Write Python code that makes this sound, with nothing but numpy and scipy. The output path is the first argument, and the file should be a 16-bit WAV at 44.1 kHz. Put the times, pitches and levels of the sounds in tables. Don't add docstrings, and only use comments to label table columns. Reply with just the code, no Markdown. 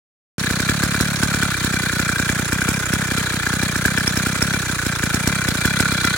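import sys
import numpy as np
from scipy import signal
from scipy.fft import rfft, irfft, next_fast_len
from scipy.io import wavfile

SR = 44100
rng = np.random.default_rng(int(sys.argv[2]) if len(sys.argv) > 2 else 0)


def int16_out(signal):
    q = np.round(np.clip(np.atleast_2d(signal).T, -1, 1) * 32767)
    wavfile.write(sys.argv[1], SR, q.astype(np.int16))


N = 272097
TIME = np.arange(N) / SR

# (exhaust opening [s], turns to the next [count], strength [dB], piston slap [dB])
FIRINGS = [(.349, 3, 4, 4), (0.4428, 2, -1, 2), (0.5085, 3, 2.5, 2), (0.6026, 3, 2, 3), (0.6949, 5, 5, 7),
           (0.8356, 4, 4.5, 5), (0.9497, 2, 0.5, 4), (1.0084, 8, 6, 2), (1.2326, 4, 5.3, 7),
           (1.3448, 3, 2, 4), (1.4315, 7, 3, 2), (1.645, 3, 3.5, 0), (1.74, 3, 2, 0), (1.836, 3, -1.5, 1.5),
           (1.9332, 2, -0.5, 1.5), (1.9989, 3, 2.5, 2.5), (2.097, 3, 0, 3), (2.1988, 3, 2, 3.5),
           (2.2973, 3, 3, 4), (2.3947, 4, 2, 3), (2.5287, 3, 3.5, 4), (2.623, 2, -1, 4), (2.688, 8, 5, 4),
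           (2.9356, 6, 5, 2.5), (3.1178, 2, 1, 3), (3.1809, 5, 1.5, 6), (3.3408, 4, 0, 0.5),
           (3.4711, 2, -2, 5), (3.5366, 3, 2, 4.5), (3.6319, 4, 3.5, 2.5), (3.7612, 3, 1.2, 3),
           (3.8576, 4, 5, 6.5), (3.9814, 3, 2.3, 4.5), (4.077, 3, 2, 3.5), (4.173, 3, 3, 0),
           (4.2675, 3, 3, 1.5), (4.3609, 2, -2.5, 4.5), (4.4243, 4, 4, 6), (4.5426, 5, 1, 5),
           (4.698, 5, -1, 1), (4.8652, 5, 2.7, 0.5), (5.037, 3, 3, 3), (5.1429, 4, 5, 4),
           (5.2744, 7, 6, -2), (5.486, 2, 4, 2.5), (5.5538, 3, -0.5, -0.5), (5.654, 5, 6, 5),
           (5.804, 4, 6, 4), (5.923, 4, 1.5, 2), (6.0493, 5, 3, 3.5), (6.209, 3, 2, 3)]
# (time [s], level [dB], emphasised frequency [Hz])
CYLINDER_RADIATION = [(.45, -2, 1640), (1.15, -1.5, 1550), (1.9, 2, 1540), (2.7, 0.5, 1585),
                      (3.6, -1.5, 1694), (5.3, .5, 1494), (5.7, 2.5, 1490), (6.15, 5, 1420)]


def barks(fired, strength_db):
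    # (frequency [Hz], gain [dB], t60 [s])
    bark_modes = [(58.4, -36.5, 0.066), (98.5, -17.5, 0.038), (250.5, -2, 0.013), (195, -4.5, 0.013)]
    pulses = clicks(fired, from_db(strength_db))
    return signal.lfilter(*signal.butter(2, 1100, fs=SR), resonator(pulses, bark_modes))


def puffs(coasting, lost, level_db, fail_db=24):
    # (frequency [Hz], gain [dB], t60 [s])
    puff_modes = [(565, -31, 0.012), (114, -18.5, 0.027), (188, -12.5, 0.026)]
    # (frequency [Hz], gain [dB], t60 [s])
    backflow_modes = [(308, -22, 0.03), (116, -18, 0.039)]
    puff_gain = from_db(-fail_db * lost)
    outflow = clicks(coasting, from_db(level_db) * puff_gain)
    backflow = clicks(coasting, np.sqrt(1.001 - puff_gain ** 2))
    return resonator(outflow, puff_modes) + resonator(backflow, backflow_modes)


def coasting_turns(slowing, hurry):
    times, lost = [], []
    for (start, turns, strength_db, _), (end, *_) in zip(FIRINGS, FIRINGS[1:]):
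        lengths = 1 + slowing * np.arange(round(turns))
        lengths[-1] -= hurry
        times.extend(start + (end - start) * np.cumsum(lengths)[:-1] / lengths.sum())
        lost.extend(lost_flow(len(lengths), (end - start) / len(lengths), strength_db))
    return np.array(times) + rng.normal(0, .0003, len(times)), np.array(lost)


def lost_flow(turns, turn_s, strength_db, idle_turn_s=0.031, fail_turns=0.44, recovery_per_turn=0.17):
    turns_since = np.arange(1, turns)
    lasting_turns = (1.22 + 0.88 * from_db(strength_db) ** 2) * (idle_turn_s / turn_s) ** 2.5
    lost = (1 + np.tanh((turns_since - lasting_turns) / fail_turns)) / 2
    recovered = np.clip(recovery_per_turn * (turns_since - 1), 0, 1) * (turns_since == turns - 1)
    return lost * (1 - recovered)


def exhaust_hiss(fired, strength_db, growth=1.5):
    # (time from exhaust opening [s], level [dB])
    jet_envelope = [(-.001, -15), (.0005, -2), (.002, -9.5), (.004, -7.5), (.008, -16.5), (0.017, -23)]
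    # (frequency [Hz], spectral level [dB])
    jet_spectrum = [(200, -3), (550, -12.5), (750, -2), (1500, -8), (3000, -8), (4700, -4.5), (5400, 4),
                    (6200, -2.5), (7100, 4), (9000, -1.5), (11800, -8.5), (15800, -9)]
    jet = strokes(fired, growth * strength_db, jet_envelope) * rng.standard_normal((2, N))
    return rms_one(colour(jet, jet_spectrum))


def cylinder(turns, slap_db, force, blow_db, blow_lead_s, contacts_per_s, focus_db, focus_width_hz):
    # (frequency [Hz], relative gain [dB], t60 [s])
    fin_modes = [(1310, -16, 0.006), (1390, -3.5, 0.068), (1477.5, -1.5, 0.05), (1565, -4.5, 0.045),
                 (1648, -1, 0.028), (1725, -0.5, 0.042), (2032, -5.5, 0.058), (2310, -14, 0.079),
                 (2359, -3, 0.085), (2413, -8, 0.059), (3360, -7.5, 0.071), (3944, -6.5, 0.018),
                 (4200, -12, 0.0081), (6600, -9, 0.019), (9470, -3.5, 0.046)]
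    chatter = np.flatnonzero(rng.random(N) < contacts_per_s / SR)
    blows = turns - blow_lead_s + rng.normal(0, .0004, len(turns))
    times = np.r_[chatter / SR, blows]
    sizes = np.r_[force[chatter], from_db(slap_db + blow_db)]
    focus_hz = curve(CYLINDER_RADIATION, times, column=2)
    ringing = np.zeros((2, N))
    for hz, db, t60 in fin_modes:
        emphasis_db = focus_db * np.exp(-((hz - focus_hz) / focus_width_hz) ** 2)
        strengths = sizes * from_db(db + emphasis_db)
        polarities = rng.choice([-1, 1], (2, len(times)))
        ringing += [ring(clicks(times, strengths * signs), hz, t60) for signs in polarities]
    return rms_one(ringing)


def gears(turns, uneven_db, clink_db):
    # (time from exhaust opening [s], level [dB])
    tooth_load = [(-.0172, -8), (-.016, 3), (-.011, 2), (0, -1), (.008, -8), (0.0159, -4)]
    # (frequency [Hz], gain [dB])
    gear_response = [(150, -14), (450, -3), (800, -3), (1400, 7.5), (2100, 3), (2900, -5.5), (3900, 0),
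                     (4600, -2.5), (5100, -1.5), (7000, 3), (8600, -2), (9700, 0), (11800, -10.5),
                     (15800, -8)]
    meshing = turns + rng.normal(0, .0009, len(turns))
    load = strokes(meshing, uneven_db * rng.standard_normal(len(turns)), tooth_load)
    scrape = rms_one(load * grains(per_s=36000, spread_db=0))
    clinks = from_db(clink_db) * rms_one(teeth(load, per_s=1800, low_hz=3113, high_hz=10960, t60=0.023))
    return rms_one(colour(scrape + clinks, gear_response))


def teeth(load, per_s, low_hz, high_hz, t60, count=24):
    catches = load * grains(per_s, spread_db=3)
    tooth = rng.integers(0, count, N)
    pitches = np.geomspace(low_hz, high_hz, count)
    return sum(ring(catches * (tooth == k), hz, t60) for k, hz in enumerate(pitches))


def crankcase(slap, floor_db):
    # (frequency [Hz], gain [dB])
    case_response = [(100, -33), (250, 0.5), (430, 9), (600, 4.5), (850, -11), (1300, -22), (2500, -5),
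                     (4000, -6), (7000, -2.5), (15000, -18.5)]
    shake = np.hypot(rms_one(slap), from_db(floor_db))
    return rms_one(colour(shake * grains(per_s=20000, spread_db=1), case_response))


def pings(level_db, bounce_s):
    # (time [s], relative level [dB])
    contacts = [(4.0763, -8.5), (4.172, -18.5), (4.424, -8.5)]
    # (frequency [Hz], gain [dB], t60 [s])
    metal_modes = [(5260, 6, 0.022), (5650, 8, 0.015), (5800, -9, .025)]
    times, contact_db = np.transpose(contacts)
    taps = sum(clicks(times + k * bounce_s, from_db(contact_db + level_db)) for k in range(3))
    return resonator(taps, metal_modes, first_sign=1)


def treble_dip(x, hz, width_hz):
    # (time [s], gain [dB])
    band_gain = [(.4, .5), (2, -0.5), (2.78, -10), (3.2, -0.5), (5.1, -3.5), (6.15, 4)]
    band = signal.lfilter(*signal.iirpeak(hz, hz / width_hz, fs=SR), x)
    return x + (from_db(curve(band_gain, TIME)) - 1) * band


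def widen(mid_side):
    # (frequency [Hz], coherence [0-1])
    coherence = [(100, 0.03), (700, 1), (1400, 0.97), (2200, 0.76), (4000, 0), (8000, 0.05), (15000, 0.8)]
    # (frequency [Hz], phase lead [rad])
    left_lead = [(1200, 0), (1500, 0.1), (1810, 1.55), (2150, 1.5), (2500, 1.47), (3400, 5), (6100, 10),
                 (9800, 11.5), (15000, 25.5)]
    size = next_fast_len(N)
    hz = np.fft.rfftfreq(size, 1 / SR)
    alike = np.clip(at_hz(coherence, hz), 0, 1)
    mid, side = rfft(mid_side, size) * np.sqrt([1 + alike, 1 - alike]) / np.sqrt(2)
    delay = np.exp(-1j * at_hz(left_lead, hz))
    return irfft([mid + side, (mid - side) * delay], size)[:, :N]


def woodland(x, t60, tail_db, first_echo_s=.012):
    t = np.arange(SR // 2) / SR
    scatter = rng.standard_normal((2, len(t))) * from_db(-60 * t / t60) * (t > first_echo_s)
    scatter = signal.lfilter([1], [1, -.5], scatter)
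    scatter /= np.sqrt(np.sum(scatter ** 2, axis=1, keepdims=True))
    return x + from_db(tail_db) * signal.oaconvolve(x, scatter, axes=1)[:, :N]


def resonator(drive, modes, first_sign=-1):
    return sum(first_sign * (-1) ** k * from_db(db) * ring(drive, hz, t60)
               for k, (hz, db, t60) in enumerate(modes))


def ring(drive, hz, t60):
    radius, angle = from_db(-60 / (t60 * SR)), 2 * np.pi * hz / SR
    return signal.lfilter([0, np.sin(angle)], [1, -2 * radius * np.cos(angle), radius ** 2], drive + 1e-18)


def clicks(times, sizes):
    return np.bincount(np.round(times * SR).astype(int), sizes, N)[:N]


def strokes(times, level_db, envelope):
    offsets = np.arange(envelope[0][0], envelope[-1][0], 1 / SR)
    onsets = clicks(times + offsets[0], from_db(level_db) ** 2)
    power = signal.fftconvolve(onsets, from_db(curve(envelope, offsets)) ** 2)
    return np.sqrt(np.maximum(power[:N], 0))


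def grains(per_s, spread_db):
    touching = rng.random(N) < per_s / SR
    return rms_one(touching * from_db(spread_db * rng.standard_normal(N)) * rng.standard_normal((2, N)))


def colour(x, spectrum, size=2048):
    gain = from_db(at_hz(spectrum, np.fft.rfftfreq(size, 1 / SR)))
    cepstrum = irfft(np.log(gain))
    cepstrum[1:size // 2] *= 2
    cepstrum[size // 2 + 1:] = 0
    response = irfft(np.exp(rfft(cepstrum)))
    return signal.oaconvolve(np.atleast_2d(x), response[None], axes=1)[:, :N]


def at_hz(points, hz):
    knots, values = np.transpose(points)
    return np.interp(np.log(np.maximum(hz, 1)), np.log(knots), values)


def curve(rows, at, column=1):
    columns = np.transpose(rows)
    return np.interp(at, columns[0], columns[column])


def from_db(db):
    return 10 ** (np.asarray(db) / 20)


def rms_one(x):
    return x / np.sqrt(np.mean(x ** 2) + 1e-20)


def scene():
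    # (time from exhaust opening [s], level [dB])
    slap_force = [(-.017, -27), (-.0074, -24.5), (-.0064, 2.5), (-.0045, 1), (-.003, -10.5), (.002, -23.5),
                  (0.015, -30)]
    fired, _, strength_db, fired_slap_db = np.transpose(FIRINGS)
    coasting, lost = coasting_turns(slowing=.02, hurry=0.054)
    turns = np.r_[fired, coasting]
    exhaust = barks(fired, strength_db) + puffs(coasting, lost, level_db=4)
    coasting_slap_db = 0.93 * rng.standard_normal(len(coasting))
    slap_db = curve(CYLINDER_RADIATION, turns) + np.r_[fired_slap_db, coasting_slap_db]
    slap_times = np.r_[fired, coasting - 0.001296]
    slap = strokes(slap_times, slap_db, slap_force)
    fins = from_db(-26) * cylinder(slap_times, slap_db, slap, blow_db=5.5, blow_lead_s=.0061,
                                   contacts_per_s=4500, focus_db=7.5, focus_width_hz=137)
    rattle = from_db(-37.5) * crankcase(slap, floor_db=1)
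    hiss = from_db(-30) * exhaust_hiss(fired, strength_db)
    rasp = from_db(-25) * gears(turns, uneven_db=0.54, clink_db=-5.5)
    clatter = widen(treble_dip(fins + rattle + hiss + rasp, hz=4190, width_hz=890))
    return woodland(exhaust + clatter + pings(level_db=-8, bounce_s=.0011), t60=0.6, tail_db=-22.5)


def record(dry, start_s=.382, ceiling=.87, low_hz=48, high_hz=15900):
    # (frequency [Hz], gain [dB])
    left_port = [(60, 3.5), (200, .5), (700, 0.9), (1400, 0.5), (2350, 3.5), (2900, 5), (3500, 2.5),
                 (4500, 2), (5100, -10), (5900, -10), (7000, -25.5), (9700, -16.5), (11500, -22),
                 (15500, -28)]
    # (frequency [Hz], gain [dB])
    right_port = [(60, 7.5), (200, -1), (700, -1.85), (1500, 1), (2350, -3), (2800, -1), (3500, -5),
                  (4000, 4), (5200, -0.5), (15000, 2)]
    heard = np.vstack([colour(dry[0], left_port), colour(dry[1], right_port)]) * (TIME > start_s)
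    heard = signal.sosfilt(signal.butter(3, low_hz, "high", fs=SR, output="sos"), heard)
    heard = heard / (1 + (heard / ceiling) ** 6) ** (1 / 6)
    return signal.sosfilt(signal.ellip(12, .1, 80, high_hz, fs=SR, output="sos"), heard)


dry = scene()
out = record(dry)
int16_out(out)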